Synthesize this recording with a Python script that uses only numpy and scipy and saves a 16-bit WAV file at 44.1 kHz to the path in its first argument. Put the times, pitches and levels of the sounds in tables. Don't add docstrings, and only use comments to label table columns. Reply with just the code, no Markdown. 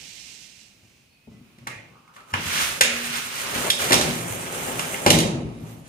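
import sys
import numpy as np
from scipy import signal
from scipy.fft import rfft, irfft
from scipy.io import wavfile
from scipy.ndimage import uniform_filter1d

SR = 44100
rng = np.random.default_rng(int(sys.argv[2]) if len(sys.argv) > 2 else 0)


def makeup_ratio(level_db):
    decades = np.asarray(level_db, float) / 20
    return 10 ** decades


def persist_wave(psi):
    counts = np.round(np.clip(psi, -1, 1) * 32767).astype(np.int16)
    wavfile.write(sys.argv[1], SR, np.atleast_2d(counts).T)


N = 259616
TIME = np.arange(N) / SR

# frequency in Hz, level in dB, decay time t60 in s.
PANE_MODES = [(75, -6, 0.3), (101, -1, 0.3), (122, 1, 0.4), (133, -1, 0.3), (160, 1, 0.25), (188, -3, .2),
              (215, -1, 0.3), (236, -1, 0.4)]
# start in s, peak in dB, hollow part in dB, brightness in dB,
# rattle left in the frame in dB.
CLICKS = [(1.5857, -52.5, -6, -6.5, -1), (1.672, -30, 4, -6, -3.5), (2.079, -61, -4, -4.5, -8),
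          (2.164, -54.5, 12.5, 1.5, 10), (2.205, -57, 12, -2, 0), (2.331, -42, 7, -11, -10),
          (2.339, -20.5, 7, -14.5, -1), (2.8104, -8.5, -4.5, -2.5, -1.5), (3.703, -23.5, -18, 7.5, -2),
          (3.9076, -23, 3, -1.5, 10), (3.9217, -10.5, -11, -6, -19), (3.93, -14, 3, 1, -18),
          (3.9418, -23, 1, 6.5, -21), (3.997, -32, -3, -3, -14), (4.012, -25, 4, 3, -14),
          (4.022, -32, 3, 1, -14), (4.7946, -22, 2, -6.5, -14), (4.9431, -26.5, -38, -17, -15),
          (5.0634, -10, 1, -8, -7), (5.074, -29.5, -16, 6.5, -12), (5.0826, -26.5, -4, 1.5, -5),
          (5.104, -19, 0, 9, -17), (5.1419, -20.5, -13, -4, 0), (5.1877, -25, -2, 5, -6),
          (5.2037, -30.5, -8, 6, -10)]
# start in s, peak in dB, track share in dB, chatter in ms,
# deep part of the track in dB.
THUDS = [(0.829, -45, -19, 7.7, 4), (1.272, -28.5, -23, 8.8, -1), (1.329, -40, -22, 6, 6),
         (1.41, -50, -20, 3.6, 5), (1.579, -32.5, -22, 4.5, 2), (1.623, -35, -25, 9.5, -8),
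         (1.668, -30.5, -2, 2.4, -1), (2.329, -21, -30, 4.6, -2), (2.337, -17, -9.5, 2.3, -4),
         (2.807, -24.5, 2.5, 5, -5), (3.906, -11.5, -7, 8, 2), (3.921, -10.5, -4, 5.1, 5),
         (3.942, -18, -9.5, 6.4, -3), (3.992, -13, -9, 4.7, 4), (4.04, -12.5, -10, 2.6, -1.5),
         (5.061, -2.5, -5, 8.3, -4), (5.086, -20, -6, 2.6, -9), (5.104, -18.5, -3.5, 12.5, 4),
         (5.139, -4, -18.5, 10, -1), (5.343, -12, -32.5, 6.8, 13), (5.372, -25.5, -19, 3.4, 8.5),
         (5.446, -23.5, -22, 5.4, 4)]


def unit(x):
    return x / np.sqrt(np.mean(x ** 2))


def curve(table, order):
    rows = np.array(table, float)
    return np.interp(TIME, rows[:, 0], rows[:, order])


def span(from_s, to_s):
    return uniform_filter1d(1. * (TIME > from_s) * (TIME < to_s), size=800)


def arch(s, long_s, skew):
    return np.sin(np.pi * np.clip((TIME - s) / long_s, 0, 1) ** skew)


def walk(rate):
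    hold = int(SR / rate)
    steps = np.repeat(rng.standard_normal(N // hold + 1), hold)
    return unit(uniform_filter1d(steps, hold)[:N])


def after(hits, under_db, loss_db_s):
    s, db = np.transpose(hits)
    power = np.zeros(N)
    power[(s * SR).astype(int)] = makeup_ratio(db + under_db) ** 2
    return np.sqrt(signal.lfilter([1], [1, -makeup_ratio(-2 * loss_db_s / SR)], power))


def band(x, low_hz, high_hz):
    return signal.sosfilt(signal.butter(2, [low_hz, high_hz], "band", fs=SR, output="sos"), x)


def response(spectrum):
    hz, db = np.transpose(spectrum)
    grid = np.arange(4097) * SR / 8192 + 1
    log_gain = np.interp(np.log(grid), np.log(hz), db) * np.log(10) / 20
    cep = irfft(log_gain)
    cep[1:4096] *= 2
    cep[4097:] = 0
    h = irfft(np.exp(rfft(cep)))[:4096]
    return h / np.sqrt(np.sum(h ** 2))


def ringing(spectrum, modes, most_t60, modes_db):
    t = TIME[:SR // 2]
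    ring = sum(makeup_ratio(db) * np.sin(2 * np.pi * hz * t) * makeup_ratio(-60 * t / min(t60, most_t60))
               for hz, db, t60 in modes)
    h = makeup_ratio(modes_db) * ring / np.sqrt(np.sum(ring ** 2))
    h[:4096] += response(spectrum)
    return h / np.sqrt(np.sum(h ** 2))


def through(x, h):
    return signal.oaconvolve(x, h)[:N]


def place(x, pan_db):
    return x * makeup_ratio(np.array([pan_db, -pan_db]).reshape(2, -1) / 2)


def spread(noise, same_below_hz):
    mid, side = noise
    side = signal.sosfilt(signal.butter(1, same_below_hz, "high", fs=SR, output="sos"), side)
    return np.array([mid + side, mid - side])


def sing(s, long_s, hz, db, wobble):
    tone = np.sin(2 * np.pi * np.cumsum(hz * (1 + wobble * walk(220))) / SR)
    return place(np.sqrt(2) * tone * span(s, s + long_s) * makeup_ratio(db), 0.)


def add(force, s, burst):
    i = int((s - .0015) * SR)
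    force[..., i:i + burst.shape[-1]] += burst


def grit(per_s, spread_db, flicker_db):
    hits = rng.random(N) < per_s / SR
    grains = hits * makeup_ratio(spread_db * rng.exponential(size=N)) * rng.standard_normal(N)
    return unit(grains * makeup_ratio(flicker_db * walk(25)))


def rubbing(grain, wide):
    return grit(*grain) + wide * grit(*grain) * np.array([[1], [-1]])


def frame_rattle():
    # frequency in Hz, density in dB per Hz.
    rattle_colour = [(500, -61), (1000, -25), (1300, -3.5), (1750, 0), (2200, 1.5), (2750, 2), (3400, -8),
                     (4300, -12.5), (7500, -37)]
    level = after([(r[0], r[1] + r[4]) for r in CLICKS], under_db=-12, loss_db_s=80)
    rattle = rubbing((9000, 1.5, .8), 1.0) * level
    return np.array([through(side, response(rattle_colour)) for side in rattle])


def sash():
    # frequency in Hz, density in dB per Hz.
    pane_body = [(18, -53), (30, -50), (49, -28), (76, -20), (112, 1), (190, -2), (284, -5.5), (330, -3.5),
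                 (430, -21.5), (730, -120)]
    track_body = [(150, -32), (260, -2), (300, -11), (414, 0.5), (470, -1.5), (700, -3), (1300, -9.5),
                  (1800, -37), (2860, -120)]
    frame_body = [(590, -23), (1000, -4.5), (1290, 1.5), (1570, 0.5), (1760, -0.5), (2730, -0.5),
                  (3480, -3.5), (4800, -7), (6240, -6.5), (10600, -120)]
    seal_body = [(2650, 1.5), (4500, -8.5), (5330, -53), (5990, 1.5), (8290, 1.5), (8970, 1), (11000, -1),
                 (14900, -6.5), (16300, -2.5)]
    # time in s, rubbing in dB, weight on the rollers in dB.
    strokes = [
        [(2.14, -54, -19), (2.17, -65, 7), (2.26, -69.5, 3), (2.32, -48.5, -4)],
        [(2.34, -39, -47), (2.49, -30.5, -25), (2.55, -24.5, -28), (2.63, -25.5, -27), (2.7, -30.5, -15.5),
         (2.8, -38, -6.5)],
        [(2.86, -49, -11), (2.95, -33, -32), (3.11, -32, -14), (3.16, -26.5, -25), (3.23, -33.5, -20),
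         (3.29, -36, -18), (3.41, -32, -11.5), (3.53, -35, -3), (3.55, -30, -4), (3.62, -32, -4.5),
         (3.68, -31.5, 1), (3.7, -33.5, -4)],
        [(3.72, -47, 6), (3.785, -36, -6), (3.8, -27, -9), (3.915, -32, 1)],
        [(3.93, -35, 9), (4.11, -33, -13), (4.25, -38.5, 0.5), (4.52, -37, -3.5), (4.55, -35, -2.5),
         (4.66, -34.5, -1.5), (4.78, -35.5, -1.5), (4.83, -35, -2.5), (5.064, -38, -0.5)],
        [(5.45, -60, -39), (5.64, -57.5, 7), (5.71, -54, 1.5), (5.83, -64, 4), (5.887, -51.5, -2)],
    ]
    # offset in dB, share of the roller weight as a ratio.
    drives = [
        (-3, 0.9),
        (2, 1.2),
        (-1, 0.03),
        (0, 0.18),
    ]
    bodies = (ringing(pane_body, PANE_MODES, most_t60=0.28, modes_db=-3.0), response(track_body),
              response(frame_body), response(seal_body))
    grains = (2490, 0.82, 1.14), (3443, 1.95, 0.76), (8090, 0.59, 0.93), (14210, 2.4, 1.7)
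    apart = 0.2, .55, .8, .9
    pane_shudder = after([r[:2] for r in THUDS], under_db=-20, loss_db_s=40.5)
    track_shudder = after([(r[0], r[1] + r[2]) for r in THUDS], under_db=-14.5, loss_db_s=59.7)
    seal_rattle = after([(r[0], r[1] + r[3]) for r in CLICKS], under_db=-39, loss_db_s=280)
    shakes = pane_shudder, track_shudder, 0, seal_rattle

    out = frame_rattle()
    for body, grain, wide, shake, (offset_db, share) in zip(bodies, grains, apart, shakes, drives):
        slide = 0
        for rows in strokes:
            level_db = curve(rows, order=1) + share * curve(rows, order=2) + offset_db
            slide = slide + makeup_ratio(level_db) * span(rows[0][0], rows[-1][0])
        force = rubbing(grain, wide) * np.hypot(slide, shake)
        out = out + np.array([through(side, body) for side in force])

    thin = signal.sosfilt(signal.butter(1, [3300., 5800.], "band", fs=SR, output="sos"), out)
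    edge = signal.sosfilt(signal.butter(1, [10500., 17000.], "band", fs=SR, output="sos"), out)
    out = out - .8 * edge * span(5.3, 6)
    return out - 0.41 * thin * span(4.2, 5.06)


def rollers():
    turn_s, turn_db, press_db = .127, 6, -44.5
    growl = makeup_ratio(-31.5 - 34 * np.abs(3.7 - TIME)) * span(3.42, 3.7)
    press = makeup_ratio(press_db + turn_db * np.cos(2 * np.pi * (TIME - 4.55) / turn_s)) * span(4.2, 5.06)
    thin_hiss = makeup_ratio(-68) * span(5.36, 6) * unit(band(rng.standard_normal((2, N)), 9900.0, 10000.0))
    ports = []
    for _ in range(2):
        scrape = unit(band(grit(2500, 2.0, 1.3), 690.0, 1760.0))
        hiss = unit(band(grit(12000, 1.5, 1.3), 7100.0, 10000.0))
        ports.append(growl * scrape + press * hiss)
    return thin_hiss + np.array(ports)


def roller_squeak():
    start_s, long_s = 5.6, .21
    speed = arch(start_s, long_s, skew=1.24)
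    return sing(start_s, long_s, 11450 + 2030 * speed, -64.5 + 5 * speed, wobble=.001)


def pane_hum():
    start_s, long_s = 2.82, .37
    return sing(start_s, long_s, 238, -51 + 9 * arch(start_s, long_s, skew=0.41), wobble=0.003)


def contact(shake, ms):
    t, tau = TIME[:len(shake)], ms / 1000
    chatter = 0.61 * shake * np.minimum(t / 0.0022, 1) * np.exp(-t / tau)
    burst = chatter + 1.2 * (np.abs(t - .0005) < .5 / SR)
    z = rfft(burst)
    even = irfft(z / np.abs(z) ** .75) * (t < 6 * tau)
    return even * np.sqrt(np.sum(burst ** 2) / np.sum(even ** 2))


def knocks():
    # frequency in Hz, level in dB, decay time t60 in s.
    track_modes = [(280, -3, .2), (322, 0, 0.35), (405, -2, .25), (441, -4, 0.3), (512, -2, 0.2),
                   (580, -3, .2), (690, -4, 0.25), (745, -5, 0.3), (910, -9, 0.3)]
    frame_modes = [(1184, -4, .04), (1410, -2, .03), (1560, 0, .03), (1745, 0, .04), (2006, 0, .04),
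                   (2140, 0, .04), (2390, 0, .04), (2720, 0, .04), (3160, -4, .03), (3415, -4, .03),
                   (3690, -2, .04), (4102, -6, .03), (4549, -6, .03)]
    # frequency in Hz, density in dB per Hz.
    pane_struck = [(24, -56), (40, -27), (76, -13), (125, -0.5), (165, -5.5), (222, 2.5), (279, -10.5),
                   (330, -9.5), (430, -25), (730, -120)]
    track_struck = [(150, -33), (260, -7), (330, -0.5), (440, -1.5), (600, -3), (849, -9.5), (1100, -19.5),
                    (1430, -42), (2420, -120)]
    frame_struck = [(470, -42.5), (800, -10), (1210, -6.5), (1400, -8.5), (1780, 2.5), (1920, -2),
                    (2300, -5), (2940, -1), (5200, -24), (6760, -10), (11400, -120)]
    click_ms = 3.4
    pane, track, deep, hollow, frame, thin, edge = np.zeros((7, N))

    thud_shakes = rng.standard_normal((len(THUDS), 2, 4096))
    for (s, peak_db, track_db, ms, deep_db), shake in zip(THUDS, thud_shakes):
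        add(pane, s, makeup_ratio(peak_db - 2.0) * contact(shake[0], ms))
        blow = makeup_ratio(peak_db + track_db + 10.5) * contact(shake[1], ms)
        add(track, s, blow)
        add(deep, s, makeup_ratio(deep_db) * blow)

    click_shakes = rng.standard_normal((len(CLICKS), 2, 4096))
    for (s, peak_db, hollow_db, bright_db, _), shake in zip(CLICKS, click_shakes):
        touch = makeup_ratio(peak_db + 15.0) * contact(shake[0], click_ms)
        add(frame, s, touch)
        add(hollow, s, makeup_ratio(hollow_db + 2.5) * touch)
        add(thin, s, makeup_ratio(bright_db + 8.0) * touch)
        add(edge, s, makeup_ratio(peak_db + bright_db + 17.0) * contact(shake[1], click_ms))

    rail = band(deep, 192, 454) + makeup_ratio(2.0) * band(track, 406, 2000)
    metal = band(hollow, 700, 1700) + band(frame, 1700, 3200) + band(thin, 3200, 6000)
    sound = through(pane, ringing(pane_struck, PANE_MODES, most_t60=1.7, modes_db=-8.0))
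    sound = sound + through(rail, ringing(track_struck, track_modes, most_t60=0.25, modes_db=-9.5))
    sound = sound + through(metal, ringing(frame_struck, frame_modes, most_t60=0.054, modes_db=-10.0))
    return place(sound + band(edge, 2270.0, 10500.0), 0.)


def pings():
    # start in s, peak in dB, frequency in Hz, t60 in s.
    small_parts = [(1.275, -43.5, 440, 0.12), (1.318, -39, 215, .12), (1.37, -44, 199, .12),
                   (1.408, -41, 237, .1), (1.44, -53, 208, .1), (1.671, -24, 1910, 0.031),
                   (1.672, -30, 2220, 0.035), (1.672, -27, 1140, 0.041), (1.675, -42, 4080, 0.1),
                   (2.0795, -49, 2200, 0.019), (2.2035, -42, 1260, 0.023), (2.321, -38, 150, .05),
                   (2.808, -17.5, 522, 0.048), (2.338, -25.5, 5280, .015), (2.8095, -11, 1520, 0.034),
                   (2.81, -18, 8800, 0.017), (2.8115, -15, 4630, .02), (2.812, -17, 6100, 0.027),
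                   (2.821, -21, 6500, .05), (2.8135, -5, 1760, 0.023), (2.817, -17, 2390, 0.028),
                   (3.7008, -15, 11200, .008), (3.7022, -10, 3680, .018), (3.7025, -22, 5830, 0.014),
                   (3.707, -7, 3240, .02), (3.9215, -13, 2020, 0.029), (3.943, -12, 7700, .012),
                   (3.944, -11, 5700, .025), (3.95, -22, 3640, .08), (4.795, -17.5, 2800, 0.029),
                   (5.064, -15.5, 599, .12), (5.063, -12, 737, .08), (5.098, -14, 317, .1),
                   (5.125, -14, 235, 0.13), (5.17, -18, 330, 0.22), (5.25, -17, 205.6, 0.099),
                   (5.335, -20, 179, 0.11), (5.372, -27, 165, 0.079)]
    out, t = np.zeros(N + SR), TIME[:SR // 4]
    for s, peak_db, hz, t60 in small_parts:
        add(out, s, makeup_ratio(peak_db - 60 * t / t60) * np.minimum(t * hz, 1) * np.sin(2 * np.pi * hz * t))
    return place(out[:N], 0.)


def jolts():
    # start in s, peak in dB, frequency in Hz.
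    pushes = [(0.828, -52, 109), (1.272, -43, 214), (1.345, -43.5, 118), (1.609, -42, 123),
              (1.672, -36, 124), (1.761, -41, 113), (2.33, -26, 99.7), (2.46, -31.5, 88), (2.62, -36, 70),
              (2.82, -40, 59.7), (2.92, -41, 75), (4.3, -25.5, 108), (5.061, -15.5, 152),
              (5.62, -30.5, 110.4), (5.701, -38, 112.5)]
    out, t = np.zeros(N + SR), TIME[:SR // 2]
    for s, peak_db, hz in pushes:
        decay = makeup_ratio(peak_db - 60 * t / 0.29)
        add(out, s, decay * np.sin(2 * np.pi * hz * t) * np.minimum(t / 0.0052, 1))
    return place(out[:N], 0.)


def creak():
    # start in s, peak in dB, frequency in Hz.
    slips = [(1.957, -46.5, 1170), (2.0788, -44.5, 1220), (2.166, -40, 1170), (2.1842, -38.5, 1340),
             (2.2035, -45, 1250), (2.2773, -44, 1280), (2.306, -39.5, 1240)]
    from_s, to_s, centre_hz = 1.28, 2.36, 1230
    level = span(from_s, to_s) * makeup_ratio(-70 + 13 * (TIME - from_s) + 2.5 * walk(30.))
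    grains = grit(900, 1.0, 1.0) + 1j * grit(900, 1.0, 1.0)
    rub = signal.sosfilt(signal.butter(2, 240., fs=SR, output="sos"), grains)
    ring = unit(np.real(rub * np.exp(2j * np.pi * centre_hz * TIME))) * level
    t = TIME[:2048]
    for s, peak_db, hz in slips:
        decay = makeup_ratio(peak_db + 11.0 - 60 * t / 0.021)
        add(ring, s, decay * np.minimum(t / 0.0016, 1) * np.sin(2 * np.pi * hz * t))
    return place(ring, 0.)


def spring():
    start_s, hold_s = 1.675, 0.092
    buzz = unit(band(band(grit(3100, 1.7, 1.5), 1700.0, 2500.0), 1450.0, 2660.0))
    late = np.maximum(TIME - start_s - hold_s, 0)
    return place(buzz * (TIME > start_s) * makeup_ratio(-42 - 12 * (TIME - start_s) - 123 * late), 0.)


def rustle():
    # frequency in Hz, density in dB per Hz.
    rustle_colour = [(710, -22), (1200, -26), (1560, -16.5), (2540, -4.5), (3340, -7.5), (6110, -6.5),
                     (8300, -12.5), (10000, -21.5), (12500, -23), (15000, -45)]
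    # time in s, level in dB.
    gusts = [(0.7, -76), (0.9, -64.5), (1.05, -71), (1.22, -87), (1.33, -66), (1.5, -93), (1.6, -68),
             (2.0, -74)]
    hiss = through(grit(20000, 1.0, 0.55), response(rustle_colour))
    db = -53.5 - 2.5 * TIME - 117 * np.maximum(TIME - 0.62, 0)
    db = db - 4.5 * (1 - span(-1, 0.47)) + 0.41 * walk(2.7)
    return place(hiss * makeup_ratio(db), -21.5) + place(hiss * makeup_ratio(curve(gusts, order=1)), 0.)


def whistles():
    # start in s, length in s, frequency in Hz, level in dB.
    far_tones = [(1.11, .17, 2515, -68.5), (1.315, .085, 2015, -69.5), (1.1, .05, 4400, -70),
                 (5.53, .1, 3750, -70)]
    return sum(sing(*row, wobble=.012) for row in far_tones)


def room(dry):
    # frequency in Hz, reverberation time t60 in s.
    room_decay = [(100, 0.24), (400, 1), (1500, 0.16), (4000, 0.48), (9000, 0.41), (15000, 0.21)]
    hz, t60 = np.transpose(room_decay)
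    f, t, z = signal.stft(spread(rng.standard_normal((2, SR)), 850.0), SR, nperseg=256)
    decay = np.interp(np.log(f + 1), np.log(hz), t60)[:, None]
    tail = signal.istft(z * makeup_ratio(-60 * t / decay), SR, nperseg=256)[1]
    tail = tail * np.clip(TIME[:tail.shape[1]] / 0.00044 - .2, 0, 1)
    tail = tail / np.sqrt(np.sum(tail ** 2) / 2)
    return np.array([through(dry.mean(axis=0), h) for h in tail])


def hush():
    # frequency in Hz, density in dB per Hz.
    hush_colour = [(15, -55), (25, -5), (95, -6.5), (128, -4), (243, -6.5), (354, -14), (1200, -23.5),
                   (1760, -22), (2500, -13.5), (3350, -21.5), (4500, -24), (8300, -30.5), (9300, -28),
                   (10000, -26), (10900, -35), (15000, -29)]
    noise = spread(rng.standard_normal((2, N)), 520.0)
    air = unit(np.array([through(side, response(hush_colour)) for side in noise]))
    return air * makeup_ratio(-60.5 + 12 * np.exp(-TIME / 0.47) + 0.9 * walk(4.96))


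def scene():
    rub = sash() + roller_squeak() + pane_hum() + rollers()
    hits, small = knocks(), pings()
    catch = creak() + spring()
    far = rustle() + whistles()
    dry = rub + hits + small
    lag = int(.45 * SR / 1000)
    low = signal.sosfiltfilt(signal.butter(1, 370, fs=SR, output="sos"), dry[1])
    direct = np.array([dry[0], low + np.roll(dry[1] - low, lag)])
    direct = direct + makeup_ratio(-5.5) * catch
    tail = room(makeup_ratio(-2) * hits + makeup_ratio(-7.5) * small + makeup_ratio(-8) * rub + makeup_ratio(-1.5) * catch + makeup_ratio(-2.5) * far)
    return makeup_ratio(0.5) * (direct + tail) + jolts() + far + hush()


def roll_off(x):
    return signal.sosfilt(signal.butter(12, 16480, fs=SR, output="sos"), x)


def record(dry):
    # frequency in Hz, left minus right in dB.
    port_balance = [(60, 2.5), (110, 2.0), (200, 2.5), (380, 1.5), (700, 1.5), (1290, 0.5), (2380, -2.5),
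                    (4400, -2.5), (8120, -5.0), (15000, -1.5)]
    tilt = [response([(max(hz, 1), side * db / 2) for hz, db in port_balance]) for side in (1, -1)]
    heard = np.array([through(dry[0], tilt[0]) * makeup_ratio(-1.98), through(dry[1], tilt[1]) * makeup_ratio(1.26)])
    heard = np.tanh(.95 * heard) / .95
    heard = signal.sosfilt(signal.cheby1(10, .3, 15300, fs=SR, output="sos"), heard)
    heard = signal.sosfilt(signal.butter(3, 52, "high", fs=SR, output="sos"), heard)
    return roll_off(heard)


dry = scene()
out = record(dry)
persist_wave(out)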